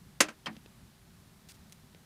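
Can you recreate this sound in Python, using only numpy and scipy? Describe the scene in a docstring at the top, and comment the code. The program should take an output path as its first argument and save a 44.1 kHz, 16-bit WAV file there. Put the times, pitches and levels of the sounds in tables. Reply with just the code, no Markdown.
"""On a lawn, a low outdoor rumble, soft hiss and a faint far hum lie under everything.
A golf ball dropped into the basket of a ball collector cracks against the wall, pings and bounces.
It lands clacking among the other balls, the basket floor hums, and it rolls to rest with a few ticks.
Faint rustles follow close to the microphone, then one last tick."""
import sys
import numpy as np
from scipy import signal
from scipy.fft import rfft, irfft, next_fast_len
from scipy.io import wavfile
from scipy.ndimage import uniform_filter1d, map_coordinates

SR = 44100
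rng = np.random.default_rng(int(sys.argv[2]) if len(sys.argv) > 2 else 0)


def master_out(mix):
    """Clip the mix to full scale and print it as 16-bit PCM to the path in sys.argv[1]."""
    frames = np.transpose(np.atleast_2d(mix))
    ceiling = np.clip(frames, -1, 1)
    pcm = np.round(ceiling * 32767).astype(np.int16)
    wavfile.write(sys.argv[1], SR, pcm)


N = 90404


def amp(db):
    return 10 ** (np.asarray(db) / 20)


def unit(x):
    return x / np.sqrt(np.mean(x ** 2) + 1e-20)


def along(points, hz):
    """Read a curve of (freq_hz, value) points on a log frequency axis."""
    freqs, values = np.transpose(points)
    return np.interp(np.log(hz + 1), np.log(freqs + 1), values)


def filtered(x, response):
    """Filter x by a gain that is a function of frequency."""
    n = x.shape[-1]
    padded = next_fast_len(n + 8192)
    return irfft(rfft(x, padded) * response(np.fft.rfftfreq(padded, 1 / SR)), padded)[..., :n]


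def noise(colour, size):
    """Coloured noise of rms 1."""
    return unit(filtered(rng.standard_normal(size), lambda hz: amp(along(colour, hz))))


def wobble(rate):
    """A smooth random curve, rate knots a second."""
    knots = rng.standard_normal(int(N * rate / SR) + 4)
    return map_coordinates(knots, [np.arange(N) * rate / SR])


def add(track, start_s, sound):
    part = track[round(start_s * SR):][:len(sound)]
    part += sound[:len(part)]


def soften(x, cutoff_hz):
    """A softer contact loses its treble."""
    return signal.lfilter(*signal.butter(1, min(cutoff_hz, .45 * SR), fs=SR), x)


def burst(colour, t60_s, t):
    """A dying crack of noise, evened out so that no band of its colour is missing."""
    fade = amp(-60 * t / t60_s)
    spectrum = rfft(fade * rng.standard_normal(len(t)))
    hz = np.fft.rfftfreq(len(t), 1 / SR)
    power = uniform_filter1d(np.abs(spectrum) ** 2, size=int(500 / hz[1]))  # smoothed over 500 Hz
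    flat = spectrum / np.sqrt(np.abs(power))
    crack = irfft(flat * amp(along(colour, hz)), len(t)) * (t < t[-1] / 2)
    return crack * np.linalg.norm(fade) / np.linalg.norm(crack)


def ring(modes, t, scatter_db):
    """Damped modes, each struck a little differently at every blow."""
    return sum(amp(db + scatter_db * rng.normal() - 60 * t / t60) * np.sin(2 * np.pi * hz * t)
               for hz, db, t60 in modes)


def clatter(colour, t60s, t):
    """Countless close modes: noise whose bands each die at their own speed."""
    centres = np.geomspace(100, 16000, 12)
    triangles = [list(zip(centres, row)) for row in np.eye(len(centres))]
    bands = filtered(noise(colour, len(t)), lambda hz: np.array([along(band, hz) for band in triangles]))
    return np.sum(bands * amp(-60 * t / along(t60s, centres)[:, None]), axis=0)


def strikes(hits, modes, colour, t60s, ring_db, clatter_db, crack_db, crack_t60_s, attack_s):
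    """Every contact gives a short crack, ringing modes and a dense clatter, with little deep bass."""
    out, t = np.zeros(N), np.arange(SR // 3) / SR
    attack = 1 - np.exp(-t / attack_s)
    for start_s, db, cutoff_hz in hits:
        crack = amp(crack_db) * burst(colour, crack_t60_s, t)
        body = amp(ring_db) * ring(modes, t, scatter_db=3.5)
        body += amp(clatter_db) * clatter(colour, t60s, t)
        add(out, start_s, amp(db) * soften((crack + body) * attack, cutoff_hz))
    return signal.sosfilt(signal.butter(3, 151, "highpass", fs=SR, output="sos"), out)


def outdoors():
    """Around the lawn: a swelling low rumble, soft hiss and a faint far hum."""
    # swells of the rumble: time_s, level_db
    swells = [(0, -58), (.06, -56), (.11, -57.5), (.35, -61.5), (.72, -62), (.85, -57), (.93, -61.5),
              (1.19, -57), (1.36, -59), (1.47, -59), (1.53, -61.5), (1.6, -57), (1.76, -59.5), (2.04, -58)]
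    # spectra of the rumble and the hiss: freq_hz, density_db
    rumble_colour = [(20, -18), (50, -2.5), (100, -2), (170, 0), (230, -4.5), (300, -14), (500, -28),
                     (1500, -48.5)]
    hiss_colour = [(100, -4.5), (400, -2), (800, 0.5), (1800, -2.5), (2700, -5.5), (4000, -4.5),
                   (6500, -8.5), (10000, -9), (15000, -13)]
    t = np.arange(N) / SR
    rumble_db = np.interp(t, *np.transpose(swells)) + 1.5 * wobble(12.1)
    rumble = amp(rumble_db) * noise(rumble_colour, N)
    hiss = amp(-64 + .31 * wobble(6.9)) * noise(hiss_colour, N)
    hum_hz, hum_db = 384, -77
    hum = amp(hum_db) * np.sqrt(2) * np.sin(2 * np.pi * hum_hz * t + .5 * wobble(3))
    return rumble + hiss + hum


def basket_wall():
    """The ball cracks against the basket wall and bounces; wall and mesh ring and clatter."""
    # ball on the wall: start_s, level_db, cutoff_hz
    hits = [(.2037, -25, 15900), (.2052, -9.5, 9500), (.2745, -58, 600), (.2846, -26, 770),
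            (.2897, -38.5, 2460), (.3018, -41.5, 1500)]
    # ringing of the wall: pitch_hz, level_db, t60_s
    modes = [(225, -20, .08), (308, -17, .24), (450, -14, .06), (548, -17, .1), (620, -28, .24),
             (1017, -22, .16), (1326, -12, .09), (1568, -10, .075), (1726, -16, .1), (1920, -18, .11),
             (2430, -10, .035), (2528, -4, .05), (2720, -10, .04), (6352, -5, .055)]
    # spectrum of crack and clatter: freq_hz, density_db
    colour = [(60, -24), (150, -4), (430, -1), (650, -5), (1000, -5.5), (1400, 1), (2100, -1), (2700, 1.5),
              (3600, -5), (6500, -1), (9500, -9), (11800, -16), (15000, -16)]
    # decay of the clatter: freq_hz, t60_s
    t60s = [(150, .16), (400, .17), (1500, 0.15), (3000, .125), (7000, 0.095), (14000, 0.1)]
    return strikes(hits, modes, colour, t60s,
                   ring_db=-5.5, clatter_db=-10.5, crack_db=.5, crack_t60_s=.04, attack_s=.0005)


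def ball_pings():
    """Hard contacts with the wall make the ball itself ping briefly."""
    # contacts that ring the ball: start_s, level_db
    hits = [(0.208, -24.5), (0.2884, -56.5), (0.301, -68)]
    # high ringing of the ball: pitch_hz, level_db, t60_s
    modes = [(8320, -2, .06), (9720, -4, .055), (10020, -1, .06), (12520, -7, .04), (12630, -5, .04),
             (15050, -13, .04)]
    out, t = np.zeros(N), np.arange(SR // 5) / SR
    attack = 1 - np.exp(-t / .0006)
    for start_s, db in hits:
        add(out, start_s, amp(db) * ring(modes, t, scatter_db=1) * attack)
    return out


def ball_clacks():
    """Balls knock together with short, bright clacks."""
    # ball against ball: start_s, level_db, cutoff_hz
    hits = [(.4595, -42, 7000), (.4665, -42.5, 6000), (.4730, -46, 4970), (.529, -65, 6000)]
    # ringing of a clack: pitch_hz, level_db, t60_s
    modes = [(3160, 3.5, 0.047), (4360, -1, 0.033), (4800, 1, 0.028), (5160, -6.5, 0.048),
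             (5460, -7, 0.025)]
    # spectrum of crack and clatter: freq_hz, density_db
    colour = [(100, 5), (800, 4), (1500, 2.5), (3000, 0), (5000, -0.5), (6500, -6), (15000, -12.5)]
    # decay of the clatter: freq_hz, t60_s
    t60s = [(500, 0.076), (10000, 0.037)]
    return strikes(hits, modes, colour, t60s,
                   ring_db=1.5, clatter_db=3, crack_db=5, crack_t60_s=.016, attack_s=.00032)


def ball_heap():
    """The landing ball shakes the heap of balls and the mesh under it."""
    # ball on the heap: start_s, level_db, cutoff_hz
    hits = [(.4672, -30.5, 3000), (.4748, -37.5, 1790), (.4792, -35.5, 1000)]
    # ringing of heap and mesh: pitch_hz, level_db, t60_s
    modes = [(582, -20, 0.099), (756, -13, 0.1), (1009, -21, 0.14), (1366, -16, 0.14), (1724, -16.5, 0.15),
             (1838, -5, 0.057), (2250, -3.5, 0.033), (2630, -10, 0.05)]
    # spectrum of crack and clatter: freq_hz, density_db
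    colour = [(60, 3), (150, 5.5), (330, 2), (450, -13), (800, 1), (2000, 3), (3500, -9), (5000, -9),
              (6500, -25), (15000, -25)]
    # decay of the clatter: freq_hz, t60_s
    t60s = [(150, 0.4), (1000, 0.099), (3000, 0.12), (10000, 0.041)]
    return strikes(hits, modes, colour, t60s,
                   ring_db=-3, clatter_db=-5, crack_db=.5, crack_t60_s=.033, attack_s=.0004)


def basket_floor():
    """The loaded floor hums under the ball's weight."""
    # thumps on the floor: start_s, level_db
    thumps = [(.467, -49), (.5042, -46.5)]
    # low ringing of the floor: pitch_hz, level_db, t60_s
    modes = [(153, -15, .15), (215, 0, .32), (285, -13, .2)]
    out, t = np.zeros(N), np.arange(SR // 2) / SR
    attack = 1 - np.exp(-t / .002)
    for start_s, db in thumps:
        add(out, start_s, amp(db) * ring(modes, t, scatter_db=1) * attack)
    return out


def rolling():
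    """The ball grates softly over its neighbours until it rests in a gap."""
    # rise and fall of the roll: time_s, level_db
    levels = [(.49, -83), (.51, -73), (.555, -62), (.6, -82), (.68, -92)]
    # spectrum of the grating: freq_hz, density_db
    colour = [(100, -4.5), (350, 2), (1000, -3.5), (2500, -2.5), (5000, -10), (12000, -21.5)]
    level_db = np.interp(np.arange(N) / SR, *np.transpose(levels), left=-120, right=-120)
    grain = amp(3 * wobble(220))
    return amp(level_db) * unit(grain * noise(colour, N))


def ticks():
    """Settling balls and the frame make light contacts with no ring."""
    # light contacts: start_s, level_db, cutoff_hz
    hits = [(.506, -51, 1200), (.5663, -41, 7000), (.6605, -41.5, 3000), (.6630, -52, 2500),
            (1.9475, -42, 2500)]
    # spectrum of a tick: freq_hz, density_db
    colour = [(150, 5), (450, 11), (1000, -12), (2700, 2.5), (5000, -2.5), (14000, -25)]
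    out, t = np.zeros(N), np.arange(SR // 10) / SR
    for start_s, db, cutoff_hz in hits:
        add(out, start_s, soften(amp(db) * burst(colour, t60_s=.01, t=t), cutoff_hz))
    return out


def rustles():
    """Close to the microphone, brief grainy scuffs start and stop sharply among small snaps."""
    # scuffs: start_s, length_s, level_db
    scuffs = [(1.4878, .012, -53.5), (1.5, .022, -55), (1.541, .021, -63.5), (1.7245, .005, -52.5)]
    # sharp snaps: start_s, level_db
    snaps = [(1.4874, -58), (1.6975, -54), (1.7234, -41), (1.727, -53)]
    # spectrum of both: freq_hz, density_db
    colour = [(300, -12), (1500, -7.5), (2400, -1), (5200, 0), (9500, -3), (12000, -8), (15000, -9)]
    out, t = np.zeros(N), np.arange(SR // 10) / SR
    for start_s, length_s, db in scuffs:
        grain = amp(-1.5 * wobble(900)[:len(t)])
        release = np.exp(-np.maximum(t - length_s, 0) / .002)
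        add(out, start_s, amp(db) * release * unit(grain * noise(colour, len(t))))
    for start_s, db in snaps:
        add(out, start_s, amp(db) * burst(colour, t60_s=.0062, t=t))
    return out


def scene():
    """Basket, rustles and open air meet at one microphone."""
    bounce = basket_wall() + ball_pings()
    landing = ball_heap() + ball_clacks() + basket_floor()
    settling = rolling() + ticks()
    return (bounce + landing + settling + rustles() + outdoors())[None]


def record(dry):
    """The camera's microphone channel keeps nothing above its band limit."""
    top_hz = 15400
    return filtered(dry, lambda hz: 1 / np.sqrt(1 + (hz / top_hz) ** 160))


dry = scene()
out = record(dry)
master_out(out)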